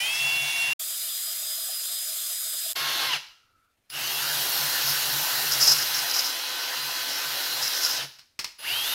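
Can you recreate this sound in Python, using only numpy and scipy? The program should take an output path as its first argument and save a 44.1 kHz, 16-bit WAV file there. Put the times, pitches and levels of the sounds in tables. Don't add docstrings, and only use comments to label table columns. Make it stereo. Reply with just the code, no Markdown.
import sys
import numpy as np
from scipy import signal
from scipy.io import wavfile
from scipy.ndimage import uniform_filter1d

SR = 44100
rng = np.random.default_rng(int(sys.argv[2]) if len(sys.argv) > 2 else 0)


def master_out(mix):
    frames = np.transpose(np.atleast_2d(mix))
    ceiling = np.clip(frames, -1, 1)
    pcm = np.round(ceiling * 32767).astype(np.int16)
    wavfile.write(sys.argv[1], SR, pcm)


N = 394342

# start and end in seconds, whirr level in dB, hiss in dB against the whirr,
# bench thrum in dB, attack in seconds, brake thump in dB. 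Pressure and speed move the levels.
STRETCHES = [(0, .735, -43, 3, -61, 0.00038, 3), (.79, 2.735, -52.5, 25, -59, 0.0037, 2),
             (2.75, 3.23, -35.5, 0, -53.5, 0.011, 3.5), (3.89, 8.1, -36, 4, -58, 0.013, 1),
             (8.578, 8.942, -38.5, 3.5, -68, 0.012, 0)]
# frequency in Hz, left-right likeness from 0 to 1.
LIKENESS = [(60, 0.91), (250, 0.91), (500, 1), (1000, 0.68), (2500, 1), (6000, 0.2), (15000, 0.48)]


def amp(db):
    return 10 ** (np.asarray(db) / 20)


def evened(x):
    return x / np.sqrt(np.mean(x ** 2) + 1e-20)


def read(points, hz):
    f, value = np.transpose(points)
    return np.interp(np.log(hz + 1), np.log(f + 1), value)


def add(mix, at, sound):
    part = mix[..., at:at + sound.shape[-1]]
    part += sound[..., :part.shape[-1]]


def ring(x, hz, width):
    pole = np.exp((2j * np.pi * hz - np.pi * width) / SR)
    return 2 * signal.lfilter([1 - abs(pole)], [1, -pole], x).real


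def wander(n, rate_hz):
    width = int(SR / rate_hz)
    return evened(uniform_filter1d(uniform_filter1d(rng.standard_normal(n), width), width))


def noise(n, colour, same, patchy_db, flicker_db):
    frames, hz = n // 256 + 5, np.fft.rfftfreq(1024, 1 / SR)
    a, b, c, d, patches = rng.standard_normal((frames, 513, 5)).T
    patches = evened(uniform_filter1d(uniform_filter1d(patches, 10, 0), 10, 1))
    left = a + 1j * b
    same = np.clip(same(hz), 0, 1)[:, None]
    right = same * left + np.sqrt(1 - same ** 2) * (c + 1j * d)
    z = np.array([left, right])
    z *= amp(colour(hz)[:, None] + patchy_db * patches + flicker_db * rng.standard_normal(frames))
    return signal.istft(z, nperseg=1024, noverlap=768)[1][:, :n]


def placed(pair, lag, pan_db):
    return np.array([np.roll(pair[0], round(lag)) * amp(pan_db / 2), pair[1] * amp(-pan_db / 2)])


def wavering(turns):
    level = amp(2.22 * wander(len(turns), 18))
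    drift = 0.19 * wander(len(turns), 30)
    return level * np.sqrt(2) * np.sin(2 * np.pi * (turns + rng.random()) + drift)


def quiet():
    # frequency in Hz, relative level in dB per Hz.
    quiet_colour = [(15, -62.5), (25, -19), (80, -7), (153, -34.5), (185, -18.5), (863, -25.5), (2000, -25),
                    (14000, -34), (16000, -42.5)]
    sound = noise(N, lambda hz: read(quiet_colour, hz), lambda hz: read(LIKENESS, hz), 2.0, 1.1)
    return amp(-72.5) * evened(sound)


def linger():
    start_s, length_s = 3.2, .58
    hz, width_hz, level_db = 1340, 155, -70
    shape = signal.windows.tukey(round(length_s * SR), .5)
    band = ring(ring(rng.standard_normal(SR), hz, width_hz), hz, width_hz)
    return round(start_s * SR), amp(level_db) * shape * evened(band)[:len(shape)]


def shop(x):
    # frequency in Hz, time to die by 60 dB in seconds.
    decay = [(125, 0.39), (500, 0.42), (1500, 0.51), (3000, 0.49), (6000, 0.54), (12000, 0.48)]
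    taps = np.zeros((2, SR))
    at = np.arange(300, SR - 20, 20) + rng.integers(0, 20, (2, (SR - 301) // 20))
    np.put_along_axis(taps, at, rng.choice([-1., 1.], at.shape), 1)
    hz, t, z = signal.stft(taps, SR, nperseg=512)
    same = np.clip(read(LIKENESS, hz), 0, 1)[:, None] ** 2
    z[1] = same * z[0] + np.sqrt(1 - same ** 2) * z[1]
    fade = amp(-60 * t / read(decay, hz)[:, None])
    tail = signal.istft(z * fade, SR, nperseg=512)[1]
    return signal.fftconvolve(x, tail / np.linalg.norm(tail[0]), axes=1)[:, :N]


def clicks():
    # start in seconds, snap peak in dB, knock in dB against the snap, left-right dB, rise in seconds.
    trigger_clicks = [(3.9, -31.5, -35, -7, 0.0011), (8.185, -38.5, -33, -8.5, 0.0076),
                      (8.39, -18, -30, -5.5, 0.003), (8.444, -18, -26.5, 4.5, 0.00044)]
    # frequency in Hz, width in Hz, level in dB.
    plastic_modes = [(1240, 380, -10), (2340, 1360, 1.5), (4280, 250, 0), (5140, 480, 4),
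                     (11000, 4000, -17)]
    out, t = np.zeros((2, N)), np.arange(4000) / SR
    for start_s, peak_db, knock_db, pan_db, rise_s in trigger_clicks:
        blow = amp(-60 * t / 0.016) + 0.16 * amp(-60 * t / 0.2)
        rebound = 0.16 * np.pad(blow, (330, 0))[:len(t)]
        blow = (blow + rebound) * np.minimum(t / rise_s, 1)
        snap = 0
        for hz, width_hz, db in plastic_modes:
            snap = snap + amp(db) * evened(ring(blow * rng.standard_normal(len(t)), hz, width_hz))
        knock = amp(knock_db - 60 * t / 0.03) * np.sin(2 * np.pi * 240 * t)
        snap = snap / abs(snap).max() + knock
        add(out, round(start_s * SR), amp(peak_db) * snap * amp([[pan_db / 2], [-pan_db / 2]]))
    return out


def lid():
    # start in seconds, length in seconds, level in dB.
    scrapes = [(0.117, 0.093, -28.5), (4.794, 0.16, -26), (5.506, 0.05, -17.5), (5.588, 0.11, -12.5),
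               (5.669, 0.076, -11.5), (5.773, 0.069, -22.5), (5.934, 0.069, -22.5), (6.091, 0.028, -19),
               (6.127, 0.091, -15.5), (6.234, 0.051, -23.5), (7.606, 0.095, -23), (7.707, 0.17, -26.5),
               (7.808, 0.15, -23), (7.928, 0.073, -29)]
    # frequency in Hz, width in Hz, level in dB.
    lid_modes = [(1390, 190, -5.5), (4000, 270, -19), (5200, 180, -25), (5090, 50, 10), (5280, 690, 16),
                 (5470, 37, 2.5), (6520, 330, -13.5), (9700, 2200, 3)]
    bite = np.zeros(N)
    for start_s, length_s, db in scrapes:
        add(bite, round(start_s * SR), amp(db) * signal.windows.tukey(round(length_s * SR), .5))
    strength = amp(1.4 * np.minimum(rng.exponential(1, N), 4))
    ticks = strength * (rng.random(N) < 4000 / SR) * rng.choice([-1, 1], N)
    ticks = bite * evened(ticks * amp(3 * wander(N, 150)))
    rung = []
    for hz, width_hz, db in lid_modes:
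        evening = np.sqrt(SR / width_hz / (4 * np.pi))
        rung.append(amp(db) * ring(ticks, hz, width_hz) * evening)
    lean_db = [[1.5], [-1.5]] * np.cos(np.arange(len(lid_modes)) * np.pi)
    sides = amp(lean_db) @ np.array(rung)
    sides = signal.sosfilt(signal.butter(2, 600, "high", fs=SR, output="sos"), sides)
    return placed(sides / np.linalg.norm(amp(np.transpose(lid_modes)[2])), 6.6, -5.0)


def bench(db, pace):
    hz, width_hz = 141.4 * pace, 24 * pace
    flutter_db = 5.2 * wander(len(db), 9.7 * pace)
    hum = ring(ring(rng.standard_normal(len(db)), hz, width_hz), hz, width_hz)
    return amp(db + flutter_db) * evened(hum)


def whine(speed):
    switch_hz, slow_db = 4927.5, -53
    side_orders = [-8, -4, 0, 4, 8, 10, 14, 16]
    side_levels = [-63, -51, -61, -50, -55, -59, -60, -60]
    base, turns = switch_hz * np.arange(len(speed)) / SR, np.cumsum(speed) / SR
    out = 0
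    for order, db in zip(side_orders, side_levels):
        out = out + amp(db) * wavering(2 * base + order * turns)
    return out + amp(slow_db) * np.exp(-(speed / 90) ** 2) * (wavering(base) + wavering(3 * base))


def gears(index, speed, pace):
    gear_orders = [2, 4, 6, 8, 10, 12, 13, 16, 20, 22]
    gear_levels = [(-26, -12.5, -15, -25, -17, -24, -.5, 8, 3, -25),
                   (-38, 11, -7, -20, 7, 0, -35, -35, -35, -35),
                   (-27, -7, -13, -9, -20, -14, -7, -4, -14, -25),
                   (-23, -18, -15, -26, -18, -20, -13, -9, -20, -15),
                   (-28, -14, -30, -25, -20, -26, -7, 2, -6, -25)]
    housing_hz, housing_width_hz, lift_db = 2900, 600, 9
    wobble, wobble_hz = .0003, 40
    shudder = .016
    torque_db = 3.5
    rattle_hz, rattle_width_hz, rattle_db = 2830, 150, 7
    lash = .04

    change = uniform_filter1d(np.gradient(speed) * SR / 1000, 1500) / pace ** 2
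    waver = (wobble * pace + shudder * abs(change)) * wander(len(speed), wobble_hz * pace)
    turns, out = np.cumsum(speed * (1 + waver)) / SR, 0
    for order, db in zip(gear_orders, gear_levels[index]):
        off_peak = 2 * (order * speed - housing_hz) / housing_width_hz
        out = out + amp(db + lift_db / (1 + off_peak ** 2)) * wavering(order * turns)
    if pace > 2:
        mirror_order, mirror_hz, mirror_db = 36, 57840, -46.5
        phase = mirror_hz * np.arange(len(speed)) / SR - mirror_order * turns
        out = out + amp(mirror_db - STRETCHES[index][2]) * wavering(phase)
    push = np.clip(change, 0, 1.5) * np.exp(-(speed / 200) ** 4) + lash * (pace < 2)
    band = evened(ring(rng.standard_normal(len(speed)), rattle_hz, rattle_width_hz))
    tones = out * amp(torque_db * np.minimum(abs(change), 1) ** .5)
    return tones, amp(rattle_db) * np.sqrt(push) * band


def motor(index):
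    start_turns = [145, 1190, 271, 15, 10]
    # start in seconds, aim in turns per second as played back (0 is the brake),
    # time constant in seconds.
    speed_settings = [(0, 171.7, .095), (.79, 1237, .045), (1.1, 1244, .35), (1.9, 1250, .1),
                      (2.1, 1243, .15), (2.75, 270, .1), (3.065, 235, .07), (3.125, 0, .095),
                      (3.89, 15, .1), (3.915, 215, .07), (4.18, 252.5, .08), (5.2, 253.8, 1.),
                      (7.96, 215, .05), (8.005, 0, .07), (8.578, 50, .03), (8.628, 207, .05),
                      (8.835, 233, .05)]
    start, end = STRETCHES[index][:2]
    t = np.arange(round(start * SR), min(round(end * SR), N)) / SR
    speed = np.full(len(t), float(start_turns[index]))
    since = np.full(len(t), -1.)
    for s, aim, ease_s in speed_settings:
        if t[0] - .005 < s < t[-1]:
            now = np.interp(s, t, speed)
            eased = aim + (now - aim) * np.exp(-np.maximum(t - s, 0) / ease_s)
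            speed = np.where(t < s, speed, eased)
            since = t - s if aim == 0 else since
    return t, speed, since


def drill(index):
    # frequency in Hz, relative level in dB per Hz.
    whirr_colours = [
        [(15, -70.5), (25, -44), (516, -34.5), (796, -21), (1290, -26), (2160, -19), (2410, -20.5),
         (2690, -12.5), (3080, -17.5), (16000, -22)],
        [(15, -58), (25, -45.5), (53, -39), (503, -28), (677, -19.5), (840, -33.5), (1230, -14), (2610, -14.5),
         (3620, -2.5), (4610, -8), (5140, -7.5), (5880, -9.5), (7510, 0), (14800, 0), (16000, -3.5)],
        [(120, -39), (200, -32.5), (300, -14.5), (400, -18.5), (500, -16), (883, -7), (1100, -10), (1500, -3.5),
         (2380, -6.5), (2750, -2), (4120, 0.5), (8420, -10), (12200, 0.5), (16000, -8)],
    ]
    # which whirr, playback pace as a factor,
    # left lag in samples (at pace 1), left-right dB, the same for the hiss, likeness exponent, whine gain in dB.
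    places = [(0, 1, -3, -3, -3, 1.9, 4), (1, 4.61, -4, -0.5, -0.4, 0.09, -28.5),
              (2, 1, -4, -.8, -2, 0.68, -3), (2, 1, 6, -1, -6, 1.1, -2), (2, 0.834, 3, -1, -2.5, 1.1, -3)]
    # time in seconds, gain of the whirr in dB.
    pressure = [(0, 1), (.11, 0.5), (.735, 0.5), (.79, -0.5), (2.5, -0.5), (2.735, 0), (2.75, -0.5),
                (3.2, 0), (3.9, 0), (4.5, 1), (5.0, 1), (5.7, 1), (5.8, .5), (6.3, -1.5), (6.42, -3),
                (7.2, -1.5), (7.7, -1), (8.0, -1.5), (8.6, 0), (8.94, 1)]
    hiss_share, thrum_share, rumble_share, tone_share = 1.7, 4.5, 3.9, -1.1
    whirr_decade_db, thrum_decade_db, tone_decade_db = 19.5, 7, 16
    thump_s, coast_s, fade_db_per_s = .016, .042, 480
    lift_s, lift_db = 0.068, -9

    t, speed, since = motor(index)
    n = len(speed)
    _, _, whirr_db, hiss_db, thrum_db, attack_s, thump_db = STRETCHES[index]
    which, pace, lag, pan_db, hiss_pan_db, spread, whine_db = places[index]

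    press = np.interp(t, *np.transpose(pressure))
    decades = np.log10(speed / speed.max())
    u = np.maximum(since, 0) / thump_s
    attack_db = 40 * np.log10(np.clip((t - t[0]) / attack_s, .01, 1))
    fade_db = attack_db - fade_db_per_s * np.maximum(since - coast_s, 0)
    whirr_db = whirr_db + press + whirr_decade_db * decades + thump_db * u * np.exp(1 - u) + fade_db
    hiss_db = hiss_db + hiss_share * press + lift_db * np.clip(1 + since / lift_s, 0, 1)
    thrum_db = thrum_db + thrum_share * press + thrum_decade_db * decades + fade_db
    tone_db = tone_share * press + tone_decade_db * decades

    whirr = noise(n, lambda hz: read(whirr_colours[which], hz),
                  lambda hz: read(LIKENESS, hz / pace) ** spread, 1.83, 0.52)
    low = signal.sosfiltfilt(signal.butter(4, 6800, fs=SR, output="sos"), whirr)
    high = whirr - low
    reference = signal.butter(4, (800, 2000), "band", fs=SR, output="sos")
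    band = signal.sosfiltfilt(reference, low.mean(0))

    shake = evened(ring(rng.standard_normal(n), 61 * pace, 75 * pace))
    rumble = amp(-30 + rumble_share * press) * shake
    body = amp(whirr_db) * (low / band.std() + rumble)
    treble = amp(whirr_db + hiss_db) * high / high.mean(0).std()
    tones, rattle = gears(index, speed, pace)
    tones = amp(whirr_db) * (amp(tone_db) * tones + rattle)
    tones = tones + amp(whine_db + fade_db) * whine(speed)

    both = placed(body, lag / pace, pan_db) + placed(treble, lag / pace, hiss_pan_db)
    both += placed([tones, tones], 0, pan_db)
    both += bench(thrum_db, pace)
    return round(t[0] * SR), both * signal.windows.tukey(n, 400 / n)


def scene():
    # time the sound drops in seconds, time it starts to return in seconds
    # (if earlier, it falls at once to nothing there), fade-in in seconds.
    silences = [(0.738, 0.791, 0.0067), (2.731, 2.725, 0.0082)]
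    mix = clicks() + lid()
    for index in range(len(STRETCHES)):
        add(mix, *drill(index))
    add(mix, *linger())
    t = np.arange(N) / SR
    after = t > silences[-1][0]
    mix += amp(-10.5) * shop(mix * after)
    mix += after * quiet()
    for start, end, rise_s in silences:
        dying = .12 * amp(-60 * (t - start) / .025)
        before_end = np.where(t < start, 1, dying)
        mix *= np.where(t < end, before_end, np.minimum((t - end) / rise_s, 1) ** 2)
    return mix


def record(dry):
    taps = signal.firwin(511, 15850, window=("kaiser", 9), fs=SR)
    return signal.oaconvolve(dry, taps[None], "same")


dry = scene()
out = record(dry)
master_out(out)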